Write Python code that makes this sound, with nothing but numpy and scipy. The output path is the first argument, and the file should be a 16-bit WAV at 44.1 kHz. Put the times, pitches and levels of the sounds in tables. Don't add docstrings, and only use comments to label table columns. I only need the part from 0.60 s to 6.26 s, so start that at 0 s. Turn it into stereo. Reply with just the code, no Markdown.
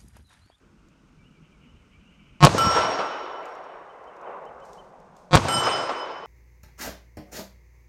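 import sys
import numpy as np
from scipy import signal
from scipy.fft import rfft, irfft
from scipy.io import wavfile

SR = 44100
rng = np.random.default_rng(int(sys.argv[2]) if len(sys.argv) > 2 else 0)


def wav_record(signal):
    frames = np.transpose(np.atleast_2d(signal))
    bounded = np.clip(frames, -1, 1)
    quanta = np.round(bounded * 32767).astype(np.int16)
    wavfile.write(sys.argv[1], SR, quanta)


N = 249600
TIME = np.arange(N) / SR

# f/Hz, left-right correlation
STEREO_LIKENESS = [(60, 0.97), (300, 0.9), (640, .92), (1400, 0.72), (3100, 0.29), (7000, 0.42),
                   (15000, .2)]
# f/Hz, level/dB
AIR_SPECTRUM = [(25, -13.5), (50, -6), (100, -17.5), (190, 0), (270, -11.5), (400, -14), (800, -23),
                (1250, -14.5), (1900, -27), (2600, -23.5), (3800, -34.5), (7000, -33.5), (10000, -52.5),
                (15800, -61)]
# t/s, level/dB
HUSH_RIDE = [(0, -54.5), (1.8, -55), (3.1, -66.5), (4.2, -57), (5.66, -60)]
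# t/s, level/dB
BREEZE_PUFFS = [(.1, -63), (.6, -55), (1.15, -52), (1.38, -56), (1.72, -55)]
# f/Hz, level/dB
RUSTLE_SPECTRUM = [(1000, -23.5), (2500, -13), (4000, -7), (7000, -3), (9500, -20), (13000, -16.5),
                   (16000, -31)]
# t/s, relative peak/dB, pan/dB
DRY_TICKS = [(0.2857, -56, -0.5), (2.8553, -43, -3), (2.9522, -50.5, 1.0), (3.5653, -56, 6),
             (3.6132, -55, 5), (4.0014, -54, 1.0), (4.0515, -51.5, 3.5), (4.132, -42, 0.0),
             (4.5663, -50, 4.0)]
# t/s, level/dB
SLEEVE_SWELLS = [(2.86, -67), (4.055, -62.5), (4.14, -65), (4.58, -67)]
# f/Hz, level/dB
SONG_SPECTRUM = [(1500, -44.5), (2000, -10.5), (2400, -4), (3000, -2.5), (3500, -23), (4500, -42.5)]
# t/s, f/Hz, glide/Hz, relative level/dB
SONG_SLURS = [(.57, 2345, -240, -58.5), (.625, 2890, 598, -57.5), (.73, 2360, -180, -59.5),
              (.905, 2310, -300, -59.5), (1.06, 2940, 279.5, -58), (1.195, 2224, -550, -64.5),
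              (1.32, 2365, 140.5, -55), (1.45, 2860, 499.5, -55.5), (1.575, 2290, -260, -57)]
# t/s, level/dB
BIRD_PIPS = [(3.288, -59), (3.465, -59), (3.652, -59), (3.855, -58.5), (4.010, -59), (4.175, -54)]
# t/s, report trim/dB, echo trim/dB
SHOT_CUES = [(1.8490, 2, 1), (4.753, -1, -1)]
# f/Hz, level/dB
BLAST_SPECTRUM = [(30, -6), (60, -3), (100, 1), (150, 3), (230, 2), (380, -9.5), (520, -0.5), (760, -7.5),
                  (1100, -3.5), (1900, -17.5), (2700, -15), (3700, -15.5), (4700, -15.5), (6000, -23),
                  (8000, -21), (11000, -34.5), (15500, -54.5)]
# f/Hz, level/dB
LITTER_SPECTRUM = [(40, -2.5), (140, 16), (400, 9), (1200, -4), (2500, -22.5), (5000, -19), (8000, -19.5),
                   (15000, -47.5)]
# delay/s, relative level/dB, low cut/Hz, high cut/Hz
TRUNK_SLAPS = [(0.016, -8, 500, 4500), (0.021, -5.5, 150.4, 4500), (.029, -17.5, 250, 2500),
               (.043, -19.5, 703, 2500), (.098, -16, 69.1, 900), (.195, -12, 70, 177.7),
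               (.215, -9, 70, 180), (.315, -11, 600, 1800), (.54, -19.5, 448.3, 2460)]
# f/Hz, level/dB, extra loss with travel/(dB/s)
ECHO_SPECTRUM = [(39.4, -11, 47), (105.6, 16.5, 65), (198, -1, 37), (330, -4.5, 0.5), (530, -2.5, -2.5),
                 (1020, 0, 0), (1820, -10.5, 2.5), (2550, -10, 7), (3870, -13.5, 14.5), (6300, -12.5, 28),
                 (8900, -23.5, 54), (15000, -44.5, 59)]
# delay/s, level/dB, rise/s, depth/s
TREE_BELTS = [(0, -20, .01, .05), (.14, -22.5, 0.092, 0.49), (.335, -18.7, 0.13, 0.33),
              (1.852, -34, 0.12, .36)]
# t/s, splash/dB, ring/dB, delay until the swinging plate faces the microphone/s
GONG_HITS = [(1.981, -15, -0.5, 0.028), (4.884, -16, -1.5, 0.12)]
# f/Hz, t60/s, level in first hit/dB, level in second hit/dB, pan/dB
GONG_MODES = [(1341, 1.7, -21, -26, 6), (2997, 1.8, -37, -54, 1), (3022, 1.5, -49, -28.5, 6),
              (4226, 1.4, -58, -58, 0), (5103, 1.25, -50, -34, 2), (5567, 1.35, -37.5, -48, -1),
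              (5588, 1.0, -41, -57, 5), (6056, 1.2, -62, -53, 3), (7526, .8, -52, -42, 8),
              (8446, .8, -44, -62, 2), (8469, .7, -53, -60, 3), (8538, .68, -62, -30, 7),
              (10250, .5, -59, -57, 4), (11745, .5, -56, -46, 16), (11815, .5, -54, -53, 16),
              (12166, .45, -54, -55, 14), (12188, .45, -53, -52, 14), (12254, .5, -58, -52, 16),
              (15465, .6, -78, -70, 5)]
# f/Hz, level/dB
RING_SCATTER = [(1300, -2), (3000, 4), (5500, 11.5), (12000, 5)]


def from_db(db):
    return 10 ** (np.asarray(db) / 20)


def at_hz(points, hz, column=1):
    table = np.array(points)
    return np.interp(np.log(np.maximum(hz, 1)), np.log(table[:, 0]), table[:, column])


def pan(side_db):
    return from_db(np.array([[.5], [-.5]]) * side_db)


def add(out, s, sound):
    start = int(round(s * SR))
    part = sound[..., :max(N - start, 0)]
    out[:, start:start + part.shape[-1]] += part


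def high_cut(x, hz):
    return signal.sosfilt(signal.butter(2, hz, fs=SR, output="sos"), x)


def low_cut(x, hz):
    return signal.sosfilt(signal.butter(2, hz, "high", fs=SR, output="sos"), x)


def drift(rate_hz, size=N):
    hop, settle = 40, 2000
    pole = np.exp(-2 * np.pi * hop * rate_hz / SR)
    white = rng.standard_normal(size // hop + 2 * settle + 2)
    slow = signal.lfilter([1], [1, -2 * pole, pole * pole], white)[settle:]
    return np.interp(np.arange(size) / hop, np.arange(len(slow)), slow / slow.std())


def swells(events, attack_s, release_s):
    power = 0
    for s, db in events:
        fade = np.maximum((s - TIME) / attack_s, (TIME - s) / release_s)
        power = power + (from_db(db) * np.exp(-fade)) ** 2
    return np.sqrt(power)


def noise_bands(spectrum, grain_db, count=22):
    edges = np.geomspace(25, 16500, count + 1)
    centres = np.sqrt(edges[1:] * edges[:-1])
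    share = from_db(at_hz(spectrum, centres)) * np.sqrt(np.diff(edges))
    white = rng.standard_normal((2, 2, N)) * from_db(grain_db * drift(230))
    for k, hz in enumerate(centres):
        band = signal.sosfilt(signal.butter(3, edges[k:k + 2], "band", fs=SR, output="sos"), white[k % 2])
        mid, side = band / band.std() * share[k] / np.linalg.norm(share)
        alike = at_hz(STEREO_LIKENESS, hz)
        yield hz, np.sqrt((1 + alike) / 2) * mid + np.sqrt((1 - alike) / 2) * side * np.array([[1], [-1]])


def pulse(spectrum, size=2048):
    magnitude = from_db(at_hz(spectrum, np.fft.rfftfreq(size, 1 / SR)))
    cepstrum = irfft(np.log(magnitude))
    cepstrum[1:size // 2] *= 2
    cepstrum[size // 2 + 1:] = 0
    shape = irfft(np.exp(rfft(cepstrum)))
    return shape / np.abs(shape).max()


def crack(spectrum, rough, t60, width, size=2048):
    noise = rng.standard_normal(size) + width * rng.standard_normal((2, size))
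    burst = noise * from_db(-60 * TIME[:size] / t60)
    drive = rough * (burst - high_cut(burst, 400))
    drive[:, 0] += 1
    return signal.fftconvolve(drive, pulse(spectrum)[None])[:, :size]


def air(waver_db=4, bass_hz=300, treble_db=-61, lull_db=-15):
    ride_db = np.interp(TIME, *np.transpose(HUSH_RIDE))
    hush = 0
    for hz, band in noise_bands(AIR_SPECTRUM, grain_db=-.5):
        low = 1 / (1 + (hz / bass_hz) ** 2)
        hush = hush + band * from_db(low * (ride_db + waver_db * drift(8)) + (1 - low) * treble_db)
    noise = rng.standard_normal(N) + .4 * rng.standard_normal((2, N))
    rumble = low_cut(high_cut(noise, 75), 35)
    breeze = np.hypot(from_db(ride_db + lull_db), swells(BREEZE_PUFFS, attack_s=.047, release_s=.07))
    return (hush + breeze * rumble / rumble.std()) * pan(-2.2)


def rustle(rest_db=-78, tick_trim_db=1, faint_per_s=3, faint_db=-57, faint_pan_db=7):
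    motion = np.hypot(from_db(rest_db), swells(SLEEVE_SWELLS, attack_s=.015, release_s=.1))
    out = motion * sum(band for _, band in noise_bands(RUSTLE_SPECTRUM, grain_db=1.5)) * pan(3)
    aim_from, aim_to = SHOT_CUES[0][0], SHOT_CUES[-1][0]
    chances = TIME[rng.random(N) < faint_per_s / SR]
    faint = [(s, faint_db, faint_pan_db) for s in chances if aim_from < s < aim_to]
    for s, peak_db, side_db in list(DRY_TICKS) + faint:
        snap = crack(RUSTLE_SPECTRUM, rough=.51, t60=.025, width=.65)
        add(out, s, from_db(peak_db + tick_trim_db) * pan(side_db) * snap / np.abs(snap).max())
    return out


def whistle(length_s, hz, glide_hz, arch_hz, warble_hz):
    progress = np.linspace(0, 1, int(length_s * SR))
    arch = np.sin(np.pi * progress)
    warble = warble_hz * drift(80, SR)[:len(progress)]
    pitch = hz + glide_hz * (progress - .5) + arch_hz * (arch - .5) + warble
    return arch * np.sin(2 * np.pi * np.cumsum(pitch) / SR)


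def birds(song_direct_db=-6, wet=.45, t60=.92, crest_s=2, rise_db_per_s=9.5, fade_db_per_s=65):
    song, pips = np.zeros((2, 2, N))
    for s, hz, glide_hz, level_db in SONG_SLURS:
        add(song, s, from_db(level_db) * whistle(.07, hz, glide_hz, arch_hz=-40, warble_hz=45))
    for s, level_db in BIRD_PIPS:
        add(pips, s, from_db(level_db) * whistle(.041, hz=2980, glide_hz=0, arch_hz=200, warble_hz=28))
    trees = rng.standard_normal((2, SR)) * from_db(-60 * TIME[:SR] / t60)
    reverb = signal.fftconvolve(song + .7 * pips, trees / np.linalg.norm(trees[0]), axes=1)[:, :N]
    wash = signal.fftconvolve(rng.standard_normal((2, N)), pulse(SONG_SPECTRUM)[None])[:, :N]
    wash_db = -78.5 + rise_db_per_s * np.minimum(TIME, crest_s)
    wash_db -= fade_db_per_s * np.maximum(TIME - crest_s, 0)
    wash *= from_db(wash_db + 3 * drift(15)) / wash.std()
    return from_db(song_direct_db) * song + pips + wet * reverb + wash


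def stretch_flutter_db(delay, crest_db=8.5, swell_db_per_s=380, collapse_db_per_s=2599.5):
    lead_in_db = -12.5 * (delay < -.024)
    return crest_db + min(swell_db_per_s * delay, -collapse_db_per_s * delay) + lead_in_db


def report(trim_db=2.5, stretch_rate_hz=187.5, stretch_turn_cycles=.793, repeat_top_hz=6500, spit_db=-12):
    out = np.zeros((2, N))
    for s, shot_db, _ in SHOT_CUES:
        blast = crack(BLAST_SPECTRUM, rough=.056, t60=.043, width=.49)
        analytic = signal.hilbert(np.pad(blast, ((0, 0), (SR // 100, 0))))
        for k in range(-8, 3):
            delay = k / stretch_rate_hz
            gain = from_db(trim_db + shot_db + stretch_flutter_db(delay))
            repeat = np.real(analytic * np.exp(2j * np.pi * stretch_turn_cycles * k))
            gas_spit = low_cut(crack(LITTER_SPECTRUM, rough=.4, t60=.015, width=.86), 1100)
            if k == 0:
                gas_spit *= 1.5
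            else:
                repeat = high_cut(high_cut(repeat, repeat_top_hz), repeat_top_hz)
                gas_spit = .6 * high_cut(gas_spit, repeat_top_hz)
            add(out, s + delay - .01, gain * repeat)
            add(out, s + delay, gain * from_db(spit_db) * gas_spit)
        for delay, trunk_db, low_hz, top_hz in TRUNK_SLAPS:
            smear_s = .013 + .36 * delay
            slap = crack(BLAST_SPECTRUM, rough=.19, t60=smear_s, width=1, size=8192)
            slap = low_cut(high_cut(slap, top_hz), low_hz)
            add(out, s + delay, from_db(trim_db + shot_db + trunk_db) * pan(3.4) * slap)
    bass = signal.sosfiltfilt(signal.butter(1, 400, fs=SR, output="sos"), out)
    return bass * pan(-5) + (out - bass) * pan(.6)


def thump(level_db=-15, push_s=.0027):
    out, t = np.zeros((2, N)), TIME[:SR // 10]
    pressure = (1 - t / push_s) * np.exp(-t / push_s)
    wave = low_cut(high_cut(pressure, 120), 47)
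    for s, _, _ in SHOT_CUES:
        add(out, s - push_s, from_db(level_db) * wave / wave.max())
    return out


def roll(age, spreading_db_per_decade=29.5, loss_db_per_s=5):
    power = 0
    for delay, level_db, rise_s, depth_s in TREE_BELTS:
        late = np.maximum(age - delay, 0)
        rise = np.exp(np.minimum(age - delay, 0) / rise_s)
        fade_db = spreading_db_per_decade * np.log10(1 + late / depth_s) + loss_db_per_s * late
        power = power + (from_db(level_db - fade_db) * rise) ** 2
    return np.sqrt(power)


def wood_echo(patchy_db=1.28, litter_db=-24, litter_t60=.39):
    out = np.zeros((2, N))
    ages = np.array([np.maximum(TIME - s, 0) for s, _, _ in SHOT_CUES])
    sends = np.array([from_db(echo_db) * (TIME > s) for s, _, echo_db in SHOT_CUES])
    rolls = sends * roll(ages)
    for hz, band in noise_bands(ECHO_SPECTRUM, grain_db=.5):
        loss_db = at_hz(ECHO_SPECTRUM, hz, column=2) * ages
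        out += band * sum(rolls * from_db(-loss_db)) * from_db(patchy_db * drift(10))
    litter = sum(sends * from_db(litter_db - 60 * ages / litter_t60))
    out += litter * sum(band for _, band in noise_bands(LITTER_SPECTRUM, grain_db=-1.5))
    return out * pan(.65)


def gong(shimmer_hz=8.8, build_s=.078, beam_hz=3100, left_lead_s=4e-5, facing_db=5, sweep_s=.056):
    out, t = np.zeros((2, N)), TIME[:2 * SR]
    attack = 1 - np.exp(-t / .0019)
    for hit, (s, splash_db, ring_db, facing_s) in enumerate(GONG_HITS):
        splash = low_cut(crack(LITTER_SPECTRUM, rough=.42, t60=.047, width=.94), 1260)
        add(out, s, from_db(splash_db) * splash)
        for hz, t60, *levels_db, side_db in GONG_MODES:
            beam = min((hz / beam_hz) ** 2, 1)
            facing = 2 * np.exp(-((t - facing_s) / sweep_s) ** 2) - 1
            image = pan(side_db) * np.exp(2j * np.pi * hz * left_lead_s * np.array([[1], [0]]))
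            direct = image * from_db(beam * facing_db * facing - 60 * t / (.79 * t60))
            rate_hz = shimmer_hz * (1 + beam)
            paths = np.array([drift(rate_hz, len(t)) + 1j * drift(rate_hz, len(t)) for _ in range(3)])
            shimmer = .6j + .4 * (paths[2] + paths[:2])
            bloom = from_db(at_hz(RING_SCATTER, hz) - 60 * t / t60) * (1 - np.exp(-t / build_s))
            scattered = bloom * shimmer * pan(side_db / 2)
            ring = np.sqrt(2) * np.imag((direct + scattered) * np.exp(2j * np.pi * hz * t))
            add(out, s, from_db(ring_db + levels_db[hit]) * attack * ring)
    return out


def scene():
    return report() + thump() + wood_echo() + gong() + air() + birds() + rustle()


def record(dry):
    clipped = dry / (1 + dry ** 4) ** (1 / 4)
    return signal.sosfilt(signal.cheby2(18, 60, 16000, fs=SR, output="sos"), clipped)


dry = scene()
out = record(dry)
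wav_record(out)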